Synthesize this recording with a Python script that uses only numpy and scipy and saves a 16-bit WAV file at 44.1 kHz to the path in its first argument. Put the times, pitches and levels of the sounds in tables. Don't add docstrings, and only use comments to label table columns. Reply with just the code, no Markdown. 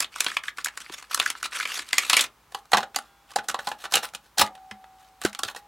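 import sys
import numpy as np
from scipy import signal
from scipy.fft import rfft, irfft, next_fast_len
from scipy.io import wavfile
from scipy.ndimage import uniform_filter1d, map_coordinates

SR = 44100
rng = np.random.default_rng(int(sys.argv[2]) if len(sys.argv) > 2 else 0)


def waveform_to_disk(signal):
    frames = np.transpose(np.atleast_2d(signal))
    scaled = np.clip(frames, -1, 1) * 32767
    samples = np.round(scaled).astype(np.int16)
    wavfile.write(sys.argv[1], SR, samples)


N = 250247

# [f/Hz, width/Hz, relative level/dB]
CASE_MODES = [(308, 280, -14), (1263, 368, 3), (1680, 370, 5), (2326, 870, 2.5), (3550, 790, 2),
              (4410, 700, 0.5), (5880, 1200, -6)]
# [f/Hz, width/Hz, relative level/dB]
DECK_MODES = [(223, 33, 8.5), (290, 37, 4.5), (808, 90, 17.5), (1120, 150, 17), (1520, 1140, 16),
              (1998, 704, 18.5), (3100, 4000, 11), (4647, 830, 16.5), (5000, 890, 10.5)]
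# [start/s, end/s, level/dB]
SLIDES = [(0, 0.038, -34), (0.11, 0.403, -45), (0.43, 0.51, -48.5), (0.564, 0.63, -49), (0.666, 1.121, -58),
          (0.8, 0.827, -45.5), (0.916, 0.956, -42), (0.967, 1.007, -48), (1.094, 1.165, -40.5),
          (1.159, 1.345, -42.5), (1.346, 1.426, -53), (1.432, 1.47, -36.5), (1.506, 1.67, -39),
          (1.654, 1.839, -37.5), (1.831, 1.93, -51.5), (1.921, 1.992, -41.5), (1.994, 2.108, -39.5),
          (2.092, 2.272, -32.5), (2.492, 2.616, -58), (2.691, 2.854, -53.5), (2.961, 3.108, -64.5),
          (3.269, 3.34, -61.5), (3.425, 3.473, -57.5), (3.564, 3.78, -53), (3.775, 3.87, -50),
          (3.899, 4.013, -37), (3.994, 4.109, -49.5), (4.024, 4.06, -36), (4.223, 4.287, -64),
          (4.375, 4.432, -21.5), (4.402, 4.491, -49), (4.948, 5.107, -65.5), (5.206, 5.308, -44),
          (5.44, 5.532, -47.5), (5.547, 5.602, -50.5)]
CASE_DOWN_S = 2.4


def amp(db):
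    return 10 ** (np.asarray(db) / 20)


def unit(x):
    return x / np.sqrt(np.mean(x ** 2) + 1e-20)


def peak_unit(x):
    return x / np.abs(x).max()


def along(points, hz):
    f, v = np.transpose(points)
    return np.interp(np.log(hz + 1), np.log(f + 1), v)


def filtered(x, response):
    m = next_fast_len(x.shape[-1] + 4096)
    spectrum = rfft(x, m) * response(np.fft.rfftfreq(m, 1 / SR))
    return irfft(spectrum, m)[..., :x.shape[-1]]


def body(modes):
    def response(f):
        total = 0
        for k, (centre, width, db) in enumerate(modes):
            damping = 1j * f * width
            total = total + (-1) ** k * amp(db) * damping / (centre * centre - f * f + damping)
        return total
    return response


def edge(hz):
    # [f/Hz, level/dB]
    edge_curve = [(600, -79), (3000, -11), (5000, -8), (7500, -6.5), (11000, -12), (15000, -25.5)]
    return amp(along(edge_curve, hz))


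def favoured(modes, centre_hz):
    struck = []
    for hz, width, level in modes:
        octaves = np.log2(hz / centre_hz)
        lift_db = 9 * np.exp(-(octaves / .5) ** 2)
        struck.append((hz, width, level + lift_db + rng.normal(0, 2)))
    return struck


def hits(rows, modes, t60):
    graze, graze_s = 0.22, .0015
    edge_t60_s = 0.083
    out, lead = np.zeros(N + SR), SR // 250
    t = (np.arange(SR // 5) - lead) / SR
    shape = np.where(t < 0, graze * np.exp(t / graze_s), amp(-60 * t / max(t60, graze_s)))
    for s, db, centre_hz, edge_db in rows:
        lumps = amp(2.5 * map_coordinates(rng.standard_normal(200), [(t + .01) * 500]))
        shell_burst, edge_burst = rng.standard_normal((2, len(t))) * lumps * shape
        response = body(favoured(modes, centre_hz))
        shell = filtered(shell_burst, lambda f: response(f) / (1 + 1j * f / 5000) ** 2)
        edges = filtered(edge_burst * amp(-60 * t / edge_t60_s), edge)
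        sound = peak_unit(shell) + amp(edge_db) * peak_unit(edges)
        out[round(s * SR):][:len(t)] += amp(db) * sound
    return out[lead:][:N]


def air():
    # [f/Hz, relative level/dB]
    air_colour = [(47, -28), (80, -2), (331, -8), (718, -8.5), (839, -3), (1200, -3), (1670, -9.5),
                  (2490, -12), (9400, -20.5), (16000, -22)]
    level_db = -61
    noise = rng.standard_normal((2, N))
    return amp(level_db) * unit(filtered(noise, lambda hz: amp(along(air_colour, hz))))


def hum():
    # [f/Hz, rms level before the microphone/dB]
    drone_tones = [(50.15, -71), (59.1, -74)]
    t = np.arange(N) / SR
    return sum(np.sqrt(2) * amp(db) * np.sin(2 * np.pi * (hz * t + rng.random())) for hz, db in drone_tones)


def room(x):
    # [f/Hz, t60/s]
    decay_times = [(300, 0.28), (2000, 0.14), (6000, 0.095), (12000, 0.084)]
    hz, t, z = signal.stft(rng.standard_normal(SR // 3), SR, nperseg=256)
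    decay = amp(-60 * t / along(decay_times, hz)[:, None])
    tail = signal.istft(z * decay, SR, nperseg=256)[1]
    delayed = np.pad(x, (150, 0))
    return signal.fftconvolve(delayed, tail / np.linalg.norm(tail))[:N]


def patchy(x, depth_db):
    z = signal.stft(x, nperseg=256)[2]
    over_pitch = uniform_filter1d(rng.standard_normal(z.shape), size=4, axis=0)
    field = uniform_filter1d(over_pitch, size=9, axis=1)
    return signal.istft(z * amp(depth_db * unit(field)), nperseg=256)[1][:len(x)]


def rub():
    rub_edges = {"case": -3.5, "deck": -13.5}
    out = np.zeros(N + SR)
    for start, end, db in SLIDES:
        at_case = start < CASE_DOWN_S
        modes = CASE_MODES if at_case else DECK_MODES
        edge_db = rub_edges["case" if at_case else "deck"]
        u = np.linspace(0, 1, round((end - start) * SR))
        catches = amp(3.5 * map_coordinates(rng.standard_normal(200), [u * (end - start) * 200]))
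        swell = np.sin(np.pi * u) ** .9
        grains = rng.standard_normal((2, SR // 2))[:, :len(u)] * catches * swell
        shell = filtered(grains[0], body(modes))
        edges = filtered(grains[1], edge)
        out[round(start * SR):][:len(u)] += amp(db) * (unit(shell) + amp(edge_db) * unit(edges))
    return patchy(out[:N], depth_db=3)


def ticks():
    ticks_per_s, tick_t60_s = 22, 0.011
    tick_db, spread_db = 12, 2.5
    case_rows, deck_rows = [], []
    for start, end, db in SLIDES:
        rows = case_rows if start < CASE_DOWN_S else deck_rows
        draws = rng.random((12, 4))[:round(ticks_per_s * (end - start))]
        for where, size, pitch, hard in draws:
            s = start + (0.089 + .8 * where) * (end - start)
            level_db = db + tick_db - spread_db * np.log(size + 0.033)
            rows.append((s, level_db, 1100 * 4 ** pitch, -14 + 16 * hard))
    return hits(case_rows, CASE_MODES, tick_t60_s) + hits(deck_rows, DECK_MODES, tick_t60_s)


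def case_rattle():
    # [t/s, shell peak level/dB, favoured f/Hz, edge level relative to shell/dB]
    case_knocks = [(0.0044, -9.5, 5500, 4), (0.0294, -24, 1349, -5.5), (0.0444, -17.5, 3270, -14),
                   (0.161, -21.5, 1160, -2), (0.2054, -11, 1440, 5.5), (0.2443, -24, 1710, 7),
                   (0.2648, -10.5, 3400, -9.5), (0.2843, -19.5, 1600, -6.5), (0.3012, -23, 3020, -16),
                   (0.3164, -23, 1460, -10), (0.3686, -8, 2610, -10), (0.4364, -26, 1840, -5),
                   (0.4823, -16, 1600, -19.5), (0.5836, -19.5, 1290, -8.5), (0.6464, -25, 2420, 15.5),
                   (0.6594, -14, 1800, -4), (0.6696, -19, 2370, -7.5), (0.6834, -25, 1720, -5.5),
                   (0.7746, -19.5, 1180, -2), (0.8624, -30, 1840, -24), (0.8964, -28.5, 1190, -13.5),
                   (1.0256, -31.5, 1330, -2.5), (1.1463, -15.5, 1470, 11.5), (1.1752, -20.5, 1280, -3),
                   (1.1992, -6, 3300, -5.5), (1.2144, -17, 1480, -23.5), (1.2294, -23.5, 1440, -12.5),
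                   (1.261, -9.5, 1750, -9.5), (1.3024, -15.5, 4600, 5.5), (1.3518, -25, 1320, -27.5),
                   (1.4292, -16, 1570, -1.5), (1.4546, -20.5, 1250, -12), (1.5204, -29.5, 1700, -26.5),
                   (1.5698, -21, 1250, -6.5), (1.5998, -14.5, 1450, -10.5), (1.6077, -16, 1830, -28.5),
                   (1.6277, -19.5, 4130, -5.5), (1.6541, -13.5, 1780, -13.5), (1.8891, -33, 3640, 4.5),
                   (1.9305, -7.5, 2380, -3)]
    return hits(case_knocks, CASE_MODES, t60=0.02)


def thumps():
    # [f/Hz, cycles until 60 dB down]
    table_modes = [(100, 6.9), (207, 41), (355, 7)]
    # [t/s, level of each table mode in turn/dB]
    push_levels = [(0.901, -60, -58, -26), (1.193, -45, -53.5, -32), (2.739, -33, -32, -42.5),
                   (4.425, -29, -33.5, -32), (4.716, -43.5, -40.5, -44), (5.25, -33, -31.5, -1.5),
                   (5.452, -40.5, -57, -50)]
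    out, t = np.zeros(N + SR), np.arange(SR // 3) / SR
    for s, *push_db in push_levels:
        ring = 0
        for db, (hz, cycles) in zip(push_db, table_modes):
            ring = ring + amp(db - 60 * t * hz / cycles) * np.sin(2 * np.pi * hz * t)
        out[round(s * SR):][:len(t)] += ring * (1 - np.exp(-t / 0.0018))
    return out[:N]


def case_drop():
    # [t/s, shell peak level/dB, favoured f/Hz, edge level relative to shell/dB]
    case_landings = [(1.9814, -5.5, 2270, 0.5), (2.0976, -6.5, 3200, 2.5), (2.1311, -6, 3600, -3),
                     (2.1675, -7, 2620, 1.5), (2.1934, -11, 2860, -3.5), (2.2084, -25, 2280, 17)]
    return hits(case_landings, CASE_MODES, t60=0.072)


def deck_handling():
    # [t/s, shell peak level/dB, favoured f/Hz, edge level relative to shell/dB]
    deck_knocks = [(2.522, -39.5, 810, -2), (2.547, -18.5, 790, -6.5), (2.655, -45.5, 1190, -2.5),
                   (2.718, -17.5, 1160, -3.5), (2.733, 0, 1274, -24.5), (2.745, -7, 1260, -28),
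                   (2.771, -9.5, 1370, -9), (2.782, -13.5, 720, -17), (2.805, -19.5, 676, -19.5),
                   (2.83, -20, 762, -29.5), (2.946, -25, 3280, -12.5), (2.961, -14.5, 4930, 3.5),
                   (2.987, -21.5, 1420, -1.5), (4.137, -31.5, 1310, -3.5), (4.149, -20.5, 3955, -2),
                   (4.383, -12, 4370, 5), (4.374, -24, 818, -12.5), (4.396, -20, 752, -8),
                   (4.411, -14.5, 1504, -18), (4.419, -5.5, 830, -3.5), (4.552, -36.5, 826, -8),
                   (4.577, -41, 1200, -30), (4.712, -25, 508, -18), (4.842, -35.5, 750, -27),
                   (5.216, -25, 1535, 1.5), (5.237, -26, 1232, 1), (5.25, -11.5, 1270, 0),
                   (5.26, -21.5, 1260, -4.5), (5.33, -32.5, 2190, 2.5), (5.349, -23, 3200, -6),
                   (5.391, -20, 1284, -0.5), (5.434, -11.5, 4200, -3), (5.449, -23.5, 4700, -3),
                   (5.485, -21, 1340, -22.5), (5.548, -29, 887, -14), (5.562, -28.5, 1495, -2)]
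    return hits(deck_knocks, DECK_MODES, t60=0.031)


def spring(modes, shakes, swell):
    out, t = np.zeros(N + 2 * SR), np.arange(2 * SR) / SR
    for s, *jolt_db in shakes:
        ring = 0
        for db, (hz, level, t60) in zip(jolt_db, modes):
            tone = np.sin(2 * np.pi * (hz * t + rng.random()))
            ring = ring + amp(db + level - 60 * t / t60) * tone
        out[round(s * SR):][:len(t)] = ring * (1 - np.exp(-t / swell))
    return out[:N]


def key_spring():
    # [f/Hz, relative level/dB, t60/s]
    key_modes = [(797, -2, 3), (1410, -2, 1.2), (1604, -7, 1.7), (2040, -2, .42), (2719, -9, 1.1),
                 (3397, -8, 2), (7343, 4, .26)]
    jolt_s, jolt_db = 2.965, -58
    return spring(key_modes, [(jolt_s, *[jolt_db] * len(key_modes))], swell=.02)


def cassette_loading():
    # [t/s, shell peak level/dB, favoured f/Hz, edge level relative to shell/dB]
    loading_knocks = [(3.306, -37, 3200, -6.5), (3.316, -37.5, 900, 2), (3.335, -37, 2950, -11),
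                      (3.36, -10, 910, -3), (3.386, -21.5, 1540, -20), (3.486, -18, 1400, 2.5),
                      (3.496, -19, 1400, -3.5), (3.512, -33, 1310, 3.5), (3.544, -13.5, 1070, -11),
                      (3.59, -20.5, 1480, -16), (3.672, -14, 670, -9.5), (3.689, -32, 720, 9.5),
                      (3.716, -18, 780, -26), (3.84, -23, 1150, -14.5), (3.854, -22, 870, -24.5),
                      (3.923, -19, 837, 2), (3.939, -6, 3080, -1.5), (3.955, -8.5, 3050, 3),
                      (3.969, -8.5, 3770, -17.5), (4.03, -24.5, 1500, -5.5)]
    return hits(loading_knocks, DECK_MODES, t60=0.045)


def lid_spring():
    # [f/Hz, relative level/dB, t60/s]
    lid_modes = [(759, -39, 2.3), (824, -42, 2.5)]
    # [t/s, gain of each mode in turn/dB]
    lid_jolts = [(4.43, 0, -8), (5.26, -25, -9), (5.45, -25, -4)]
    return spring(lid_modes, lid_jolts, swell=.14)


def scene():
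    # [f/Hz, gain/dB]
    side_gain = [(100, -31.5), (1000, -20.5), (4000, -9), (12000, -12)]
    deck = deck_handling() + cassette_loading()
    near = case_rattle() + case_drop() + deck + rub() + ticks()
    springs = key_spring() + lid_spring()
    air_mid, air_side = air()
    mid = near + amp(-11.0) * room(near) + springs + thumps() + air_mid + hum()
    wide = 0.29 * room(near) - .4 * deck + air_side
    side = filtered(wide, lambda hz: amp(along(side_gain, hz)))
    return np.array([mid + side, mid - side])


def record(dry):
    ceiling, bass_hz, top_hz = .85, 25, 16200
    soft = dry / (1 + np.abs(dry / ceiling) ** 4) ** (1 / 4)
    return filtered(soft, lambda hz: (1j * hz / (bass_hz + 1j * hz)) ** 2 * (hz < top_hz))


dry = scene()
out = record(dry)
waveform_to_disk(out)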